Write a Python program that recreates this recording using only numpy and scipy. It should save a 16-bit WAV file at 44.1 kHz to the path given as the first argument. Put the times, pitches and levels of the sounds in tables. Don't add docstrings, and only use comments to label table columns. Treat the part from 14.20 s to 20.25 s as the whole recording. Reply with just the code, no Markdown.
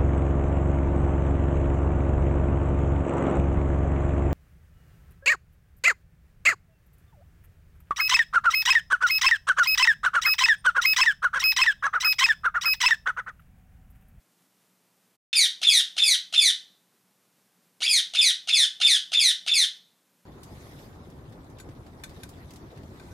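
import sys
import numpy as np
from scipy import signal
from scipy.fft import rfft, irfft
from scipy.io import wavfile
from scipy.ndimage import uniform_filter1d

SR = 44100
rng = np.random.default_rng(int(sys.argv[2]) if len(sys.argv) > 2 else 0)


def boost(x):
    u = np.asarray(x, float) / 20
    return 10 ** u


def to_wav(sig):
    pcm = np.clip(np.atleast_2d(sig), -1, 1) * 32767
    pcm = np.round(pcm).astype(np.int16)
    wavfile.write(sys.argv[1], SR, pcm.T)


N = 266937

# time after the call begins in seconds, pitch in Hz, level in dB.
OPENING = [
    (0, 620, -43),
    (.003, 674.8, -28.5),
    (.009, 797.7, -41.5),
    (.011, 1250, -32.5),
    (.016, 1385, -19.5),
    (.024, 2602, -20.5),
    (.029, 2766, -30),
    (.030, 3576, -22.5),
]
SLOW_OPENING = [
    (0, 568.5, -38),
    (0.014, 905, -31.5),
    (.014, 1241, -26),
    (.030, 2283, -20.5),
    (.046, 2370, -26),
    (.059, 2756, -23.5),
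]
# frequency in Hz, level in dB.
THROAT = [(600, -14), (1200, -20.5), (1900, -19.5), (2700, -18.5), (3050, 1.5), (3500, 1), (4500, -5),
          (5500, -10), (6300, -5.5), (7600, -17.5), (9200, -4.5), (10700, -17), (12300, -22.5),
          (14300, -29.5)]
# frequency in Hz, level in dB per Hz.
RASP = [(24, -91.5), (40, -50), (309, -35), (1050, -65.5), (1910, -23.5), (2330, -20), (2990, -28.5),
        (4030, -21), (5170, -12), (7520, -10.5), (9410, -2.5), (14000, -46), (15500, -71.5)]
# frequency in Hz, level in dB per Hz.
AIR_COLOUR = [(15, -61.5), (25, -26.5), (79, -29), (113, -14.5), (144, -8), (178, 4), (204, -2.5),
              (289, -5.5), (322, -7), (469, -8.5), (3530, -16.5), (14300, -17), (15500, -28.5)]
AIR_DB = -68
# frequency in Hz, level in dB rms.
HUM = [(119, -84), (180, -96.5)]
# its start in seconds, its end in seconds.
DROPOUT_S = (0.97, 1.1295)
# frequency in Hz, time to fade by 60 dB in seconds, level in dB.
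YARD = [(300, 0.34, 4.5), (694, .2, 1), (1230, 0.31, -6), (2000, 0.2, 5.5), (3600, 0.24, 0.5),
        (6150, 0.23, -1.5), (10200, 0.15, -3.5), (15100, .17, 3)]
# delay in seconds, level in dB.
ECHOES = [(.0014, -19), (.0028, -35), (.0094, -17), (0.0118, -17), (0.0184, -14.5)]
# call begins, whistle swells, voice breaks, breath ends, all in seconds,
# then the bow of the fall (no unit: plus drops early, minus drops late).
CALLS = [
    (1.097, 1.152, 1.155, 1.262, 0.14),
    (1.415, 1.473, 1.497, 1.608, 0.46),
    (1.765, 1.825, 1.836, 1.953, -0.38),
    (2.125, 2.174, 2.197, 2.308, -0.15),
    (3.605, 3.668, 3.687, 3.800, -0.44),
    (3.935, 3.984, 4.012, 4.112, 0.095),
    (4.272, 4.332, 4.343, 4.450, .4),
    (4.600, 4.648, 4.667, 4.770, 0.82),
    (4.917, 4.984, 4.998, 5.115, 0.44),
    (5.262, 5.318, 5.338, 5.450, .1),
]
# whistle level in dB, screech level in dB, pitch the fall reaches in
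# Hz, breathiness in dB, how hollow the high treble is from 0 to 1.
EFFORT = [
    (-15.5, -15.5, 1720, 0.7, 0.06),
    (-13.5, -16, 1690, 3.3, 0),
    (-12.5, -16.5, 1670, 2.3, .05),
    (-14, -16.5, 1620, 3, 0.2),
    (-18.5, -17.5, 1680, 0, .15),
    (-14.5, -16.5, 1680, 1.5, .4),
    (-13.5, -17, 1610, 0, .95),
    (-13.5, -16.5, 1640, 2, 0.6),
    (-12, -16.5, 1730, -5.5, .2),
    (-17.5, -17.5, 1640, -17, 0.2),
]

CALL_SIZE = 12000
WHISTLE_START_HZ, WHISTLE_TOP_HZ, WHISTLE_SAG_HZ_PER_S = 3536, 3656, 9500
WHISTLE_TOP_S = 0.043
FAINT_DB, SWELL_S, WHISTLE_SAG_DB = -9.5, 0.006, -1.5
FALL_TOP_HZ, SNAP_SHARE, SNAP_S = 2557, 0.038, 0.012
KINK_SHARE = 0.009
FALL_START_DB, FALL_EARLY_DB, FALL_EARLY_S, FALL_PEAK_SHARE = -3.9, -2.5, 0.018, 0.5
RELEASE_S, RELEASE_DB = 0.016, -10.5


def rms_one(x):
    return x / np.sqrt(np.mean(x ** 2) + 1e-20)


def at_hz(points, hz):
    points = np.array(points)
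    return np.interp(np.log(np.maximum(hz, 1)), np.log(points[:, 0]), points[:, 1])


def coloured(spectrum, size):
    hz = np.fft.rfftfreq(size, 1 / SR)
    white = rng.standard_normal(size)
    return rms_one(irfft(rfft(white) * boost(at_hz(spectrum, hz)), size))


def wobble(rate_hz, size):
    r = np.exp(-2 * np.pi * rate_hz / SR)
    drift = signal.lfilter([1], [1, -2 * r, r * r], rng.standard_normal(size + 2000))
    return rms_one(drift[2000:])


def air():
    t = np.arange(N) / SR
    hum = 0
    for hz, db in HUM:
        hum = hum + boost(db - 2 + 2.7 * wobble(9, N)) * np.sin(2 * np.pi * hz * t)
    hiss_level = boost(AIR_DB + 0.6 * wobble(6.3, N))
    return hiss_level * coloured(AIR_COLOUR, N) + hum


def yard(x, wet_db, first_wall_s, far_db, far_slowness):
    t = np.arange(SR // 2) / SR
    white = rng.standard_normal((2, len(t)))
    edges = 250 * 2 ** np.arange(0, 6.1, 0.5)
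    tail = 0
    for k, (low, high) in enumerate(zip(edges, edges[1:])):
        middle = np.sqrt(low * high)
        sos = signal.butter(2, [low, high], "band", fs=SR, output="sos")
        band = signal.sosfilt(sos, white[k % 2])
        fall_db = -60 * t / at_hz(YARD, middle)
        level_db = at_hz(np.array(YARD)[:, ::2], middle)
        near_and_far = boost(fall_db) + boost(far_db + fall_db / far_slowness)
        tail = tail + band * boost(level_db) * near_and_far
    tail = tail * np.clip(t / max(first_wall_s, 1e-4), 0, 1)
    tail = boost(wet_db) * tail / np.sqrt(np.sum(tail ** 2))
    for late_s, db in ECHOES:
        tail[round(late_s * SR)] += boost(db)
    return x + signal.fftconvolve(x, tail)[:N]


def whistle_rows(onset, start_s, swell_s, break_s, peak_db):
    end_s, top_s = break_s - 0.003, onset + WHISTLE_TOP_S
    s = np.array([start_s, top_s, swell_s - SWELL_S, swell_s + 0.0025, end_s])
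    s = np.sort(np.clip(s, start_s, end_s))
    sagged_hz = WHISTLE_TOP_HZ - WHISTLE_SAG_HZ_PER_S / 10
    hz = np.interp(s, [onset + 0.032, top_s, top_s + 0.1], [WHISTLE_START_HZ, WHISTLE_TOP_HZ, sagged_hz])
    swell_times = [swell_s - SWELL_S, swell_s + 0.002, max(end_s, swell_s + 0.003)]
    db = np.interp(s, swell_times, [FAINT_DB, 0, WHISTLE_SAG_DB])
    return np.transpose([s, hz, peak_db + db])


def fall_rows(break_s, end_s, end_hz, bow, peak_db):
    length_s = end_s - break_s
    u = np.append(np.linspace(0, 1 - RELEASE_S / length_s, 24), 1)
    s = break_s + u * length_s
    glide = (end_hz / FALL_TOP_HZ) ** (u + bow * u * (1 - u))
    snap = 1 + SNAP_SHARE * np.exp(-(s - break_s) / SNAP_S)
    kinks = 1 + KINK_SHARE * wobble(30, 6000)[::240]
    hz = FALL_TOP_HZ * glide * snap * kinks
    peak_s = break_s + FALL_PEAK_SHARE * length_s
    level_times = [break_s, break_s + FALL_EARLY_S, peak_s, end_s - RELEASE_S, end_s]
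    db = np.interp(s, level_times, [FALL_START_DB, FALL_EARLY_DB, 0, -1.5, RELEASE_DB])
    return np.transpose([s, hz, peak_db + db])


def screech(onset, opening, whistle, fall, hoarse_db):
    end_s, end_hz, end_db = fall[-1]
    slack = [(end_s, min(end_hz, 1480), end_db), (end_s + 0.006, 1300, end_db - 2)]
    break_s = fall[0][0]
    rows = np.vstack([np.array(opening) + [onset, 0, 0], whistle, fall[:-1], slack])
    rows[:, 0] = np.maximum.accumulate(rows[:, 0])
    t = np.arange(round(onset * SR), round(rows[-1, 0] * SR)) / SR

    jitter = wobble(350, CALL_SIZE)[:len(t)]
    shimmer = wobble(180, CALL_SIZE)[:len(t)]
    breath = coloured(RASP, CALL_SIZE)[:len(t)]
    fray = np.array([wobble(410, CALL_SIZE)[:len(t)] for k in range(14)])

    climbing = uniform_filter1d((t < onset + opening[-1][0]) * 1.0, 90)
    whistling = uniform_filter1d((t < break_s) * 1.0, 90) - climbing
    croaking = uniform_filter1d((t < onset + 0.012) * 1.0, 90)

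    pitch = np.exp(np.interp(t, rows[:, 0], np.log(rows[:, 1])))
    roughness = 0.006 - 0.003 * whistling + 0.007 * climbing + 0.035 * croaking
    pitch = pitch * (1 + roughness * jitter)

    order = np.arange(1, 15)[:, None]
    hz = order * pitch
    tilt_db = -2.5 - 2.3 * climbing + 3 * croaking
    overtones_db = tilt_db * np.log2(order) - 7 * whistling * (order > 1)
    settling = np.exp(-np.maximum(t - break_s, 0) / 0.018) * (1 - climbing - whistling)
    overtones_db = overtones_db - 9 * settling * (order > 2) + 5 * settling * (order < 2)
    shut_db = 9 * climbing * np.exp(-((hz - 2700) / 350) ** 2) - 5 * climbing * (hz > 7200)
    heights = boost(at_hz(THROAT, hz) + overtones_db + shut_db) * (hz < 15500)
    heights = heights / np.sqrt((heights ** 2).sum(axis=0) / 2)
    steadiness = 1 - 0.7 * whistling - 0.5 * croaking
    flicker = (0.08 + 0.028 * order ** 2) * fray * steadiness
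    phases = order * 2 * np.pi * np.cumsum(pitch) / SR + flicker
    tone = (heights * np.sin(phases)).sum(axis=0)

    muffled = signal.sosfilt(signal.butter(2, 6500, fs=SR, output="sos"), breath)
    shut = np.clip(0.28 * (climbing + whistling), 0, 1)
    breath = shut * muffled + (1 - shut) * breath
    rasp = boost(hoarse_db - 18.5 - 4.6 * whistling - 1.3 * climbing + 3 * croaking) * breath

    breaking_db = -7 * np.exp(-((t - break_s + 0.0015) / 0.0015) ** 2)
    fade = boost(breaking_db) * np.clip((t[-1] - t) / 0.004, 0, 1)
    flutter_db = (3.2 + 2.2 * whistling) * np.tanh(shimmer)
    level = boost(np.interp(t, rows[:, 0], rows[:, 2]) - 4.5 + flutter_db) * fade
    return level * (tone + rasp)


def parakeet():
    out = np.zeros(N)
    hz = np.fft.rfftfreq(CALL_SIZE, 1 / SR)
    for k, (onset, swell_s, break_s, end_s, bow) in enumerate(CALLS):
        whistle_db, screech_db, end_hz, hoarse_db, hollow = EFFORT[k]
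        opening = np.array(SLOW_OPENING if k == 4 else OPENING)
        whistle_start_s = onset + opening[-1, 0] + 0.0016
        whistle = whistle_rows(onset, whistle_start_s, swell_s, break_s, whistle_db)
        fall = fall_rows(break_s, end_s, end_hz, bow, screech_db)
        call = screech(onset, opening, whistle, fall, hoarse_db)
        edge_db, gap_db, sheen_db = 1.2 - 6 * hollow, 2.5 - 21 * hollow, -1.5 + 8 * hollow
        top_colour = [(30, -15.5), (120, -0.5), (10600, 1), (11600, edge_db), (12600, gap_db), (13300, gap_db),
                      (14000, sheen_db), (15000, sheen_db), (15350, sheen_db - 22.5)]
        start = round(onset * SR)
        out[start:start + CALL_SIZE] += irfft(rfft(call, CALL_SIZE) * boost(at_hz(top_colour, hz)))
    return out


def scene():
    bird = yard(parakeet(), wet_db=-2.0, first_wall_s=0.003, far_db=-25, far_slowness=2.42)
    mono = bird + air()
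    return np.array([mono, mono])


def low_pass(x):
    return signal.sosfilt(signal.butter(12, 15930, fs=SR, output="sos"), x)


def record(dry):
    t = np.arange(N) / SR
    gap_start_s, gap_end_s = DROPOUT_S
    live = np.clip((gap_start_s - t) / 0.018, 0, 1) + np.clip((t - gap_end_s) / 0.0003, 0, 1)
    squeeze = 0.8 * np.tanh(dry / 0.8) - dry
    rounded = dry + signal.sosfilt(signal.butter(2, 300, "high", fs=SR, output="sos"), squeeze)
    cut = signal.sosfilt(signal.cheby2(10, 50, 15900, fs=SR, output="sos"), rounded)
    return low_pass(cut * live)


dry = scene()
out = record(dry)
to_wav(out)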